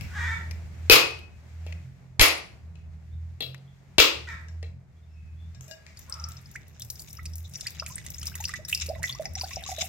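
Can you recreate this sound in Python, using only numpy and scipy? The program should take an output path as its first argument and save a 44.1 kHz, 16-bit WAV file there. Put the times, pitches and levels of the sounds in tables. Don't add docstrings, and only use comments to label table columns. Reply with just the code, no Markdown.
import sys
import numpy as np
from scipy import signal
from scipy.fft import rfft, irfft, next_fast_len
from scipy.io import wavfile
from scipy.ndimage import uniform_filter1d

SR = 44100
rng = np.random.default_rng(int(sys.argv[2]) if len(sys.argv) > 2 else 0)


def generate_wav(signal):
    frames = np.transpose(np.atleast_2d(signal))
    scaled = np.clip(frames, -1, 1) * 32767
    pcm = np.round(scaled).astype(np.int16)
    wavfile.write(sys.argv[1], SR, pcm)


N = 435708
T = np.arange(N) / SR

# pitch_hz, relative level_db
SHELL_COLOUR = [(59, -64), (100, -33.5), (228, -23), (259, -13), (342, 0), (814, 0), (1190, -11.5),
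                (1600, -13.5), (2560, -13.5), (7060, -12.5), (8920, -17.5), (9500, -14.5), (10600, -24),
                (13100, -23.5), (15800, -19.5)]
# start_s, relative fizz_db, thinning_db_per_s (negative swells), spatter_db
GUSHES = [(5.96, -50, 3, -68), (6.8, -52.5, 1.5, -56.5), (7.539, -40.5, 3, -56), (8.2, -42.5, -21, -60),
          (8.69, -34.5, 49, -46.5), (9.027, -33, 54, -46), (9.35, -41.5, -10.5, -54.5)]


def undb(db):
    return 10 ** (np.asarray(db) / 20)


def unit(x):
    return x / np.sqrt(np.mean(x ** 2))


def fade(t, t60):
    return np.exp(-np.log(1000) * t / max(t60, 1e-3))


def tint(x, points):
    hz, db = np.transpose(points)
    size = next_fast_len(x.shape[-1])
    bins = np.arange(size // 2 + 1) * SR / size + 1
    gain = undb(np.interp(np.log(bins), np.log(hz), db))
    return irfft(rfft(x, size) * gain, size)[..., :x.shape[-1]]


def band(x, lo_hz, hi_hz):
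    return signal.sosfilt(signal.butter(2, [lo_hz, hi_hz], "band", fs=SR, output="sos"), x)


def add(out, s, x, pan_db=0):
    i = max(int(s * SR), 0)
    out[:, i:i + len(x)] += undb([[pan_db / 2], [-pan_db / 2]]) * x[:N - i]


def late(x, count):
    return np.array([np.roll(x[0], count), x[1]])


def walk(rate, size=N):
    k = int(SR / rate)
    held = np.repeat(rng.standard_normal(size // k + 1), k)
    return unit(uniform_filter1d(held, k)[:size])


def ring(modes, length_s, split=0.0081, rattle_db=3.5, pair=.6):
    t = np.arange(int(length_s * SR)) / SR
    chance = rng.standard_normal((len(modes), 4))
    out = np.zeros(len(t))
    for (hz, db, t60), (strength, phase, detune, pair_phase) in zip(modes, chance):
        level = undb(db + 2.0 * strength + rattle_db * walk(90, size=len(t)))
        tone = np.sin(2 * np.pi * hz * t + 9 * phase)
        twin = np.sin(2 * np.pi * hz * (1 + split * detune) * t + 9 * pair_phase)
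        out += level * fade(t, t60) * (tone + pair * twin)
    return out


def porch(send, build_s=0.013):
    # pitch_hz, t60_s, relative level_db
    reverb_bands = [(116, 0.87, 0), (252.1, 0.45, 4.5), (497, 0.44, 6.5), (1070, 0.4, 5), (1980, 0.39, 5),
                    (3740, 0.37, 2.5), (7500, 0.34, 0.5), (13440, 0.24, 13.5)]
    t = np.arange(int(.6 * SR)) / SR
    noise = rng.standard_normal((2, len(t)))
    echo = np.zeros((2, len(t)))
    for hz, t60, db in reverb_bands:
        echo += undb(db) * band(noise, hz / 1.089, min(hz * 1.403, 20000)) * fade(t, t60)
    echo = echo * (1 - np.exp(-t / build_s))
    return signal.fftconvolve(send, echo / np.sqrt(np.sum(echo ** 2) / 2), axes=1)[:, :N]


def engine_drone():
    # time_s, firing_rate_hz (before a small random waver)
    speed = [(0.0, 41.07), (0.45, 40.8), (0.66, 40.05), (0.85, 40.3), (1.0, 44.59), (1.35, 38.78),
             (1.75, 41.25), (1.95, 44.57), (2.2, 42.03), (2.5, 36.9), (2.72, 40.71), (3.0, 39.72),
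             (3.35, 41.63), (3.6, 44.5), (4.0, 44.8), (4.15, 39.08), (4.65, 40.73), (4.85, 44.88),
             (5.0, 39.14), (5.5, 41.05), (5.7, 45.45), (5.85, 38.83), (6.1, 37.86), (6.25, 40.87),
             (6.5, 45.13), (6.75, 39.33), (7.1, 38.18), (7.38, 40.9), (7.58, 42.97), (7.68, 39.54),
             (7.9, 39.86), (8.08, 37.85), (8.2, 39.8), (8.55, 41.75), (8.72, 38.8), (8.98, 41),
             (9.16, 43.23), (9.35, 40.92), (9.6, 39.27), (9.88, 40.66)]
    # level_off_boom_db, boom_hz, width_hz, boom_db
    multiples = [(-63, 81.5, 4.5, 28.5), (-54, 130, 2.9, 14), (-61.5, 165, 9.2, 9)]
    fade_db_per_s, coast_db_per_hz_s, pan_db = 0.38, 0.4, -1.6
    hz = np.interp(T, *np.transpose(speed))
    slowing = np.minimum(uniform_filter1d(np.gradient(hz) * SR, size=3000), 0)
    load_db = coast_db_per_hz_s * slowing - fade_db_per_s * T
    phase = 2 * np.pi * np.cumsum(hz * (1 + 0.0091 * walk(8.3))) / SR
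    out = np.zeros(N)
    for k, (off_db, boom_hz, width_hz, boom_db) in enumerate(multiples, start=2):
        db = off_db + boom_db / (1 + ((k * hz - boom_hz) / width_hz) ** 2) + load_db
        out += np.sqrt(2) * undb(db + 3.0 * walk(10)) * np.sin(k * phase)
    return out * undb([[pan_db], [-pan_db]])


def background_noise():
    # pitch_hz, relative level_db
    noise_colour = [(15, -50), (25, -19.5), (64, -4.5), (144, -8.5), (179, -11.5), (307, -24), (352, -21),
                    (542, -25), (637, -23), (812, -25.5), (1040, -28.5), (2150, -25), (3050, -35),
                    (7030, -39.5), (10500, -54.5), (13000, -51), (15800, -53.5)]
    # time_s, murmur_db, rumble_db
    low_levels = [(0.0, -52, -41.5), (2.2, -62.5, -55), (2.31, -57, -51.5), (3.001, -64.5, -48.5),
                  (3.85, -63, -54.5), (4.21, -61.5, -47.5), (4.46, -61.5, -53), (4.87, -67, -55.5),
                  (5.34, -65.5, -50.5), (5.67, -62.5, -53), (8.971, -58.5, -45), (9.88, -58.5, -49)]
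    # time_s, level_db
    hiss_levels = [(0.0, -54), (0.26, -50.5), (0.69, -61), (1.11, -52.5), (1.28, -67), (1.7, -61),
                   (2.24, -73), (2.35, -58), (2.69, -71), (4.0, -68), (4.15, -56.5), (4.77, -75),
                   (6.32, -59.5), (6.75, -69)]
    s, murmur_db, rumble_db = np.transpose(low_levels)
    murmur_db, rumble_db = np.interp(T, s, murmur_db), np.interp(T, s, rumble_db)
    hiss_db = np.interp(T, *np.transpose(hiss_levels))
    layers = ((40, 210, rumble_db, .5, 2.5), (210, 1200, murmur_db, .7, 1.5), (1200, 19000, hiss_db, .95, .7))
    out = np.zeros((2, N))
    for lo_hz, hi_hz, db, unlike, flicker_db in layers:
        mid, side = unit(band(tint(rng.standard_normal((2, N)), noise_colour), lo_hz, hi_hz))
        out += (mid + unlike * side * np.array([[1], [-1]])) * undb(db + flicker_db * walk(25))
    return out


def birds():
    # start_s, length_s, top_pitch_hz, level_db
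    chirp_table = [(3.087, 0.084, 3720, -69.5), (3.656, 0.082, 3600, -70), (4.944, 0.18, 3650, -70),
                   (5.349, 0.14, 3663, -64)]
    # time_s, pitch_hz, level_db
    whistle = [(5.07, 2400, -82), (5.076, 2680, -69), (5.35, 2530, -74.5)]
    from_hz, rise_s, edge_db = 3260, 0.04, 15
    calls = []
    for s, length_s, hz, db in chirp_table:
        start = (s, from_hz, db - edge_db)
        peak = (s + rise_s, (from_hz + 2 * hz) / 3, db)
        end = (s + length_s, hz, db - edge_db)
        calls.append(([start, peak, end], 0))
    calls.append((whistle, .7))
    out = np.zeros((2, N))
    for call, overtone in calls:
        s, hz, db = np.transpose(call)
        t = np.arange(s[0], s[-1], 1 / SR)
        pitch = np.interp(t, s, hz) * (1 + .022 * walk(120)[:len(t)])
        phase = 2 * np.pi * np.cumsum(pitch) / SR
        level = signal.windows.tukey(len(t), .3) * undb(np.interp(t, s, db) + 5.7 * walk(61)[:len(t)])
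        add(out, s[0], level * (np.sin(phase) + overtone * (t < s[0] + .08) * np.sin(2 * phase)))
    return out


def crow():
    # start_s, rise_s, hold_s, fall_s, level_db, scale of the throat resonances
    caw_table = [(0.076, 0.097, 0.15, 0.14, -32, 0.98), (4.267, 0.0064, 0.027, 0.16, -38.5, 1.005),
                 (6.047, 0.039, 0.15, 0.19, -53, 0.705)]
    # pitch_hz, width_hz, relative level_db
    throat = [(1010, 160, -10), (1385, 230, -5.5), (1790, 350, 3.5), (2170, 220, -8), (2776, 1000, -20.5),
              (3600, 230, -15.5), (6300, 2500, -19.5)]
    pulse_hz, rise_db, fall_db = 475.5, 32, 30
    beak_opens = 0.1
    out = np.zeros((2, N))
    for start, rise, hold, fall, peak_db, beak in caw_table:
        s = start + np.cumsum([0, rise, hold, fall])
        db = peak_db - np.array([rise_db, 0, 0, fall_db])
        t = np.arange(s[0], s[-1], 1 / SR)
        phase = np.cumsum(pulse_hz * (1 + 0.083 * walk(150)[:len(t)])) / SR
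        cycle = phase.astype(int)
        count = cycle[-1] + 1
        size_db = 0.97 * rng.standard_normal(count) - 2.5 * (np.arange(count) % 2)
        breath = 1 + 0.25 * rng.standard_normal(len(t))
        source = undb(size_db)[cycle] * np.exp(-(phase % 1) / 0.039) * breath
        shut, wide = (sum(undb(d) * unit(band(source, b * (f - w / 2), b * (f + w / 2))) for f, w, d in throat)
                      for b in (beak * (1 - beak_opens), beak))
        opening = np.clip((t - start) / (rise + hold / 2), 0, 1)
        voice = np.cos(opening * np.pi / 2) * shut + np.sin(opening * np.pi / 2) * wide
        add(out, s[0], unit(voice) * undb(np.interp(t, s, db)), -1.0)
    return out


def bubble(hz, t60, glide, swell_s, wobble=0):
    t = np.arange(int(1.32 * abs(t60) * SR) + 64) / SR
    sweep = hz * (1 + glide * (.4 - np.exp(-t / (.2 * max(t60, .005)))))
    shake_db = 0
    if wobble:
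        sweep = sweep * (1 + wobble * walk(149, size=len(t)))
        shake_db = 2 * walk(178, size=len(t))
    tone = np.sin(2 * np.pi * np.cumsum(sweep) / SR)
    return tone * fade(t, t60) * (1 - np.exp(-t / swell_s)) * undb(shake_db)


def single_drops():
    # start_s, relative level_db, bubble_hz, spray_db
    drop_table = [(5.9717, -42, 4800, 4), (6.124, -26, 5210, -15), (6.24, -28, 5370, -35),
                  (6.368, -40, 5280, -26), (6.097, -39.5, 8040, 3), (6.14, -34.5, 5360, 1),
                  (6.198, -37.5, 5630, -18), (6.318, -46.5, 7100, 11.5), (6.457, -44.5, 5100, -12.5),
                  (7.663, -33, 2020, -30), (7.67, -30, 2500, -26), (7.798, -33.5, 2760, -18),
                  (9.255, -31, 2250, -24), (9.354, -39, 2100, -22), (9.413, -34, 2520, -20),
                  (6.5585, -33.5, 2250, -3.5), (6.8053, -39, 3550, -11), (6.82, -32.5, 5560, 7.5),
                  (6.9009, -39, 6000, 14), (6.955, -40, 5195, 3), (7.02, -43, 5030, 2),
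                  (7.105, -44, 5470, 0), (7.335, -41, 5610, 0.5), (8.215, -36, 5400, 0),
                  (8.483, -34, 5300, 1), (8.775, -30, 5220, 1), (8.8, -33, 5350, 1), (8.89, -33.5, 5040, 1),
                  (6.994, -43, 4870, 11), (7.17, -39.5, 5430, -13), (7.193, -38.5, 2130, -18),
                  (7.255, -39.5, 2550, 10.5), (7.26, -33.5, 5130, -6), (7.537, -38.5, 5470, 5),
                  (7.5561, -27.5, 5600, -29), (7.6087, -34, 5190, 11.5), (7.668, -21.5, 5000, 0),
                  (7.7975, -25, 5270, -26), (7.823, -33, 1340, -25), (7.863, -34.5, 2490, 8.5),
                  (7.956, -28.5, 8650, -24), (7.563, -54, 1950, -20), (7.966, -45, 2000, -15),
                  (7.981, -33.5, 2050, 2.5), (8.0641, -39.5, 2100, 12.5), (8.1443, -36, 5440, -3),
                  (8.1827, -33, 6460, -0.5), (8.2298, -35, 3150, 8), (8.269, -26, 5427, 3.5),
                  (8.342, -41, 2700, -20), (8.404, -40.5, 2000, -20), (8.3536, -37.5, 2070, 9.5),
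                  (8.408, -32, 6570, -2), (8.441, -28.5, 2850, 2), (8.453, -21.5, 5210, -22),
                  (8.4918, -32.5, 1920, 3), (8.5378, -24.5, 1916, -6), (8.65, -33, 5520, -1.5),
                  (8.866, -40.5, 2550, -20), (9.024, -36, 1900, -23), (9.075, -35, 3570, -33),
                  (9.125, -31, 4840, -18), (9.149, -37, 5680, -20), (8.696, -38.5, 2000, 14),
                  (8.7279, -14, 2780, -44), (8.748, -21, 5190, 3.5), (8.861, -37, 4900, 10.5),
                  (8.9515, -37, 2190, -45), (9.0304, -31.5, 1970, 10), (9.0398, -18, 2053, -40),
                  (9.095, -23.5, 3520, -41), (9.255, -26.5, 5470, -33), (9.353, -28, 5580, -3),
                  (9.397, -36, 5730, 2), (9.411, -22, 4970, -38), (9.441, -31, 4840, -40),
                  (9.5104, -31.5, 2270, -17), (9.533, -32, 5500, -24), (9.559, -28.5, 5650, -18),
                  (9.6372, -31.5, 3730, -1), (9.716, -38, 2200, 5), (9.793, -39.5, 3720, -20),
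                  (9.484, -40, 3650, -20), (9.53, -37, 2530, -20), (9.573, -44, 2600, -20),
                  (9.824, -52, 2290, -20), (9.849, -38.5, 2700, -19)]
    t60, pan_db_per_octave = 0.015, 4
    out = np.zeros((2, N))
    t = np.arange(int(.07 * SR)) / SR
    for s, db, hz, spray_db in drop_table:
        pan_db = pan_db_per_octave * np.log2(hz / 5000)
        noise = rng.standard_normal(len(t))
        splat = unit(band(band(noise, .85 * hz, 1.2 * hz), .85 * hz, 1.2 * hz)) * fade(t, 3 * t60)
        spray = undb(spray_db) * unit(band(noise, 3980, 9400)) * fade(t, 0.031)
        song = bubble(hz, t60, min(500 / hz, .35), swell_s=.0007)
        add(out, s, undb(db) * 2.6 * song, pan_db)
        add(out, s, undb(db) * (0.55 * splat + .5 * spray) * (1 - np.exp(-t / 0.00014)), pan_db)
    return out


def gulps():
    # time_s, relative level_db, bubble_hz, t60_s, rise of pitch as a share
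    gulp_table = [(6.556, -31, 1930, .05, 0.46), (7.189, -42, 1332, 0.051, 0.24),
                  (7.628, -52, 733, 0.044, .3), (7.822, -39, 657, 0.045, 0.31),
                  (7.824, -39, 1096, 0.057, 0.5), (7.901, -44.5, 1044, 0.076, .1),
                  (8.23, -46, 1500, 0.035, 0.27), (8.28, -43, 1150, 0.035, 0.28),
                  (8.32, -44, 1650, 0.031, .3), (8.65, -47, 1670, 0.032, .3),
                  (8.403, -36.5, 896, 0.058, 0.25), (8.493, -36.5, 1285, 0.056, 0.24),
                  (8.536, -40, 1230, 0.047, 0.29), (8.591, -40.5, 598, 0.067, 0.082),
                  (8.888, -31, 530, 0.046, 0.081), (8.899, -18.5, 661.8, 0.047, 0.28),
                  (8.93, -34.5, 634, 0.07, 0.11), (8.96, -46, 1050, 0.044, 0.11),
                  (8.993, -42, 855, 0.042, 0.44), (9.038, -46, 690, 0.048, 0.056),
                  (9.095, -46.5, 1090, 0.049, 0.17), (9.151, -45, 1159, 0.087, 0.29),
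                  (9.198, -21.5, 657, 0.048, 0.093), (9.222, -32, 650, 0.053, 0.082),
                  (9.252, -38.5, 783, 0.076, .15), (9.366, -30.5, 745, 0.038, .1),
                  (9.415, -42, 1046, 0.049, .1), (9.437, -22, 735, 0.029, 0.075),
                  (9.441, -40, 1590, 0.04, 0.23), (9.462, -39, 790, 0.035, 0.087),
                  (9.51, -41, 1090, 0.059, 0.1), (9.571, -24, 741.9, 0.03, 0.082),
                  (9.623, -35, 750, 0.033, .1), (9.66, -44, 1177, 0.08, 0.085),
                  (9.692, -21.5, 744, 0.029, 0.065), (9.717, -25.5, 735, 0.05, 0.13),
                  (9.784, -27, 693, 0.06, 0.21), (9.827, -27.5, 734, .06, 0.14)]
    out = np.zeros((2, N))
    for s, db, hz, t60, glide in gulp_table:
        gulp = bubble(hz, t60, glide, swell_s=0.0039, wobble=0.033)
        add(out, s - .002, 2.87 * undb(db) * gulp)
    return out


def pot_ring(bubbles):
    # pitch_hz, relative level_db, t60_s
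    wet_modes = [(682, -16, 0.062), (1985, -6, 0.097), (2664, -10.5, .05), (3490, -11.5, 0.065),
                 (4790, -13, 0.035), (5300, -13, 0.036), (5640, -12, .03), (6700, -18, .04)]
    pot = np.array([ring(wet_modes, .2, split=0.0022, rattle_db=1.5, pair=0.44) for _ in range(2)])
    return undb(-29.5) * signal.fftconvolve(bubbles, pot, axes=1)[:, :N]


def flow(levels_db):
    # from_s, to_s (a span acts only if to_s is later)
    pauses = [(6.701, 6.7), (7.449, 6.6), (8.582, 8.68)]
    db = np.full(N, -120.)
    for (s, _, thin, _), gush_db in zip(GUSHES, levels_db):
        db = np.where(T >= s, gush_db - thin * (T - s), db)
    for a, b in pauses:
        db = db - 26 * ((T > a) & (T < b))
    return uniform_filter1d(db, size=600)


def droplets(rate, spread_db, tail_s):
    crowd = rate / SR * undb(9.0 * walk(30))
    sizes = (rng.random(N) < crowd) * undb(spread_db * np.minimum(rng.exponential(size=N), 2.5))
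    smear = signal.lfilter([1], [1, -np.exp(-1 / (tail_s * SR))], sizes)
    return smear * rng.standard_normal((2, N))


def small_bubbles(level_db):
    per_s, offset_db, spread_db, cycles = 260, -1, 4, 13.6
    out = np.zeros((2, N))
    start = GUSHES[0][0]
    span = T[-1] - start
    for when, size, loud, glide, side in rng.random((int(per_s * span), 5)):
        s, hz = start + when * span, 1600 * 4.5 ** size
        db = level_db[int(s * SR)] + offset_db + spread_db * min(-np.log(loud + 1e-9), 2.5)
        chirp = bubble(hz, cycles / hz, 0.5 * glide, swell_s=0.00069)
        add(out, s, undb(db) * chirp, 10.0 * (side - .5))
    return out


def stream():
    _, fizz_db, _, spatter_db = np.transpose(GUSHES)
    fizz_db, spatter_db = flow(fizz_db), flow(spatter_db)
    spatter_colour = [(4000, -21.5), (7000, -1.5), (9500, -5.0), (12500, -5.0), (16000, -5.5)]  # Hz, dB
    spatter = tint(droplets(250.0, 3.8, 0.0015), spatter_colour)
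    # low Hz, high Hz, dB
    sizes = ((975, 1800, -18.5), (1970, 3100, -6.0), (3400, 4100, -7.0), (4770, 7460, -3.0))
    crisp = unit(droplets(110.0, 3.7, 0.001))
    fizz = np.zeros((2, N))
    for lo_hz, hi_hz, db in sizes:
        splashes = crisp + .7 * unit(droplets(150., 2.3, .003))
        fizz += undb(db) * unit(band(band(splashes, lo_hz, hi_hz), lo_hz, hi_hz))
    out = unit(spatter) * undb(spatter_db) + unit(fizz) * undb(fizz_db - 6.5)
    return out + small_bubbles(fizz_db)


def rim_ticks():
    # start_s, relative level_db
    tick_table = [(5.992, -36), (6.0966, -41.5), (6.287, -32.5), (6.514, -41), (6.6805, -44),
                  (6.7967, -32.5), (6.819, -39), (6.8485, -38), (6.9025, -23), (7.0016, -34), (7.1093, -44),
                  (7.1298, -33), (7.1525, -41), (7.2312, -45.5), (7.2592, -43), (7.2947, -50),
                  (7.3554, -30.5), (7.3815, -34), (7.538, -40), (7.6693, -38), (7.705, -35), (7.797, -47),
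                  (7.8619, -47), (7.957, -40.5), (7.9786, -47), (8.0479, -39), (8.1026, -27), (8.1956, -33),
                  (8.256, -28), (8.2749, -28), (8.3547, -27.5), (8.4042, -31), (8.439, -30), (8.65, -44.5),
                  (8.6845, -31), (8.7263, -28), (8.7489, -31), (8.8655, -30), (9.03, -31), (9.3349, -39),
                  (9.4128, -39), (9.4363, -44), (9.5116, -39.5), (9.7162, -35), (9.8244, -48.5),
                  (9.8518, -46)]
    # pitch_hz, relative level_db
    tick_colour = [(3000, -26), (6000, 3), (9000, -5), (10500, 3), (12500, 0), (16000, 1.5)]
    out = np.zeros((2, N))
    t = T[:int(.08 * SR)]
    decay = fade(t, 0.018) + undb(-7.5) * fade(t, 0.068)
    for s, db in tick_table:
        noise = unit(tint(rng.standard_normal(len(t)), tick_colour))
        add(out, s, undb(db - 4.5) * noise * decay)
    return out


def water():
    bubbles = single_drops() + gulps()
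    return bubbles + pot_ring(bubbles) + stream() + rim_ticks()


def puffs():
    # time_s, relative level_db, length_s
    puff_table = [(0.908, -23.5, 0.03), (2.201, -17, 0.032), (3.991, -27, 0.021)]
    thump_hz, thump_db, thump_t60_s = 95, 1, 0.13
    out = np.zeros((2, N))
    t = T[:SR // 5]
    for s, db, length_s in puff_table:
        u = np.arange(0, 1, 1 / (length_s * SR))
        add(out, s, undb(db) * np.sin(2 * np.pi * u) * np.sin(np.pi * u), -22.0)
        thump = np.sin(2 * np.pi * thump_hz * t) * fade(t, thump_t60_s)
        add(out, s - .008, undb(db + thump_db) * thump, -8.0)
    return out


def knock(thud_db, edge_db, body_hz, body_db, body_t60, crack_t60):
    t = np.arange(int(.5 * SR)) / SR
    noise = tint(rng.standard_normal(len(t)), SHELL_COLOUR)
    parts = ((100, 1000, thud_db), (1000, 6000, 0), (5500, 14000, edge_db))
    crack = sum(undb(d) * unit(band(noise, lo, hi)) for lo, hi, d in parts) * fade(t, crack_t60)
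    body = undb(body_db) * unit(band(noise, 0.86 * body_hz, 1.22 * body_hz)) * fade(t, body_t60)
    crunch = undb(3 * walk(400, size=len(t)))
    return .6 * (crack + body) * crunch * (1 - np.exp(-t / .0004))


def taps():
    # start_s, relative level_db, thud_db, edge_db, body_hz, pot_ring_db, porch_db
    tap_table = [(0.0094, -33, -12, -5, 2330, -25.5, -5.5), (0.51, -31, -1, -18, 2060, -40, -12),
                 (0.51, -34, -8.5, -2.5, 4940, -40, -18), (1.189, -44, -9, -6, 2630, -30, -18),
                 (1.672, -45, -27.5, -9.5, 2430, -40, -1.5), (1.724, -41.5, -28.5, -28, 2311, -28, -15),
                 (2.7538, -48, 6, -25, 2350, -32.5, -4.5), (3.545, -36.5, -10, -12, 2050, -39, -29),
                 (3.579, -57, -20, -6, 4034, -40, -24), (4.288, -33.5, -17, -23, 1896, -34, 0.5),
                 (4.4835, -52.5, -18, -9, 5700, -9, -9), (5.547, -49.5, -12.5, -18, 617, -9.5, -11.5),
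                 (5.6084, -45.5, -1, -2.5, 6300, -23.5, -3.5), (5.642, -49, -5, -11, 6360, -22, -7),
                 (5.68, -52.5, -7, 9, 618, -3.5, -0.5), (5.7115, -35, -6, -26, 643, -7.5, -19),
                 (5.8649, -38.5, -28, -25, 2100, -26.5, -4)]
    # pitch_hz, relative level_db, t60_s
    empty_modes = [(640, -4, .2), (1647, -6, .35), (2455, -14, .15), (2853, -7, .15), (3682, -10, .16),
                   (4100, -12, .1), (4840, -6, .1), (5464, -3, .12), (6035, -10, .1), (6551, -11, .1),
                   (7000, -12, .08), (7499, -6, .1)]
    dry, send = np.zeros((2, N)), np.zeros((2, N))
    for s, db, thud_db, edge_db, hz, pot_db, porch_db in tap_table:
        touch = knock(thud_db, edge_db, hz, body_db=0.5, body_t60=0.028, crack_t60=3 * 0.0063)
        touch = touch + undb(pot_db) * ring(empty_modes, .5)
        add(dry, s, undb(db) * touch, pan_db=9.5)
        add(send, s, undb(db + porch_db) * 3.8 * touch)
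    return dry, send


def nut(thud_db, body_hz, body_db):
    # pitch_hz, relative level_db, t60_s
    nut_modes = [(240, -18, .1), (345, -8, .1), (452, -4, .13), (620, -9, .06), (800, -8, .07),
                 (1206, -6, .1), (1630, -8, .1), (1880, -3, .12), (2140, -8, .12), (2300, -4, .16),
                 (2700, -4, .29), (3080, -6, .12), (3330, -3, .24), (3560, -7, .2), (3800, -6, .24),
                 (4050, -4, .3), (4250, -5, .3), (4870, -10, .12)]
    hollow_db, shell_db, db_per_octave = -16, -6, 15
    modes = []
    for hz, db, t60 in nut_modes:
        if hz < 1000:
            struck_db = thud_db + hollow_db
        else:
            struck_db = body_db + shell_db - db_per_octave * abs(np.log2(hz / body_hz))
        modes.append((hz, db + struck_db, t60))
    return ring(modes, .5, split=.016, rattle_db=4.)


def bang(thud_db, edge_db, body_hz, body_db):
    click = np.zeros(4096)
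    click[200] = 1
    click = tint(click, SHELL_COLOUR)
    parts = ((100, 1000, thud_db), (1000, 6000, 0), (5500, 14000, edge_db),
             (.8 * body_hz, 1.25 * body_hz, body_db + 7))
    return sum(undb(d) * unit(band(click, lo, hi)) for lo, hi, d in parts)


def blows():
    # start_s, relative level_db, thud_db, edge_db, body_hz, body_db,
    # blade_belly_db, blade_tip_db, porch_db
    blow_table = [(0.898, 5.5, -5.5, -12.5, 2680, -21, -15.5, -34, 1.5),
                  (0.923, 0.5, -17, -15, 2804, -14, -16.5, -21, -3),
                  (2.1953, 5.5, -11.5, -28, 2090, -17, -51.5, -35, -3.5),
                  (2.2118, 1.5, -3, -8, 2750, -12, -47.5, -18, -5.5),
                  (1.665, -36.5, 7, -22, 2350, -9, -60, -60, -8.5),
                  (3.4058, -20, 0.5, -6, 3330, -6.5, -50, -55.5, -9.5),
                  (3.4225, -27, -4, -12, 3250, -4, -55, -55, -16),
                  (4.628, -32.5, 5.5, -28, 2040, -8.5, -59.5, -60, -13.5),
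                  (3.9825, 4.5, -5, -14, 3060, -12, -41, -56, -2.5),
                  (4.001, 3, -17.5, -32, 2700, -17, -30.5, -43, -15)]
    # pitch_hz, relative level_db, t60_s
    blade_modes = [(2460, -9, .3), (2536, -4, .5), (2902, -12, .17), (3747, -18, .15), (4678, -14, .2),
                   (9465, -16, .22), (9750, -9, .3), (11255, -15, .28), (12610, -9, .2)]
    belly_modes = [m for m in blade_modes if m[0] < 8000]
    tip_modes = [m for m in blade_modes if m[0] > 8000]
    dry, send = np.zeros((2, N)), np.zeros((2, N))
    for s, db, thud_db, edge_db, hz, body_db, belly_db, tip_db, porch_db in blow_table:
        shell = nut(thud_db, hz, body_db)
        crack = knock(thud_db, edge_db, hz, body_db - 6.5, body_t60=0.13, crack_t60=3 * 0.0055)
        belly = undb(belly_db) * ring(belly_modes, .5, split=.004, rattle_db=2.6)
        blade = belly + undb(tip_db) * ring(tip_modes, .5)
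        add(dry, s, undb(db) * (crack + shell + blade), pan_db=5.5)
        add(send, s, undb(db + porch_db - 5) * shell)
        add(send, s, undb(db + porch_db) * .4 * blade)
        add(send, s, undb(db + porch_db - 12.5) * bang(thud_db, edge_db, hz, body_db))
    return dry, send


def scene():
    blow, blow_send = blows()
    tap, tap_send = taps()
    wet, caw, song = water(), crow(), birds()
    send = blow_send + tap_send + undb(-10.0) * wet + undb(7.0) * caw + undb(6.5) * song
    near = late(blow + tap, count=4) + late(wet, count=2)
    return near + puffs() + caw + song + porch(send) + engine_drone() + background_noise()


def record(dry):
    # pitch_hz, level_db
    microphones = [
        [(60, -1.5), (1000, -6), (4400, 1), (9800, 0), (12500, 8), (15000, -3)],
        [(60, -4.5), (1000, -2.5), (4400, -5), (9800, 3.5), (12500, -3.5), (15000, -3)],
    ]
    heard = 1.033 * np.array([tint(x, colour) for x, colour in zip(dry, microphones)])
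    flattened = heard / (1 + heard ** 4) ** .25
    top_cut = signal.ellip(8, .2, 70, 15800, fs=SR, output="sos")
    return signal.sosfilt(top_cut, flattened)


dry = scene()
out = record(dry)
generate_wav(out)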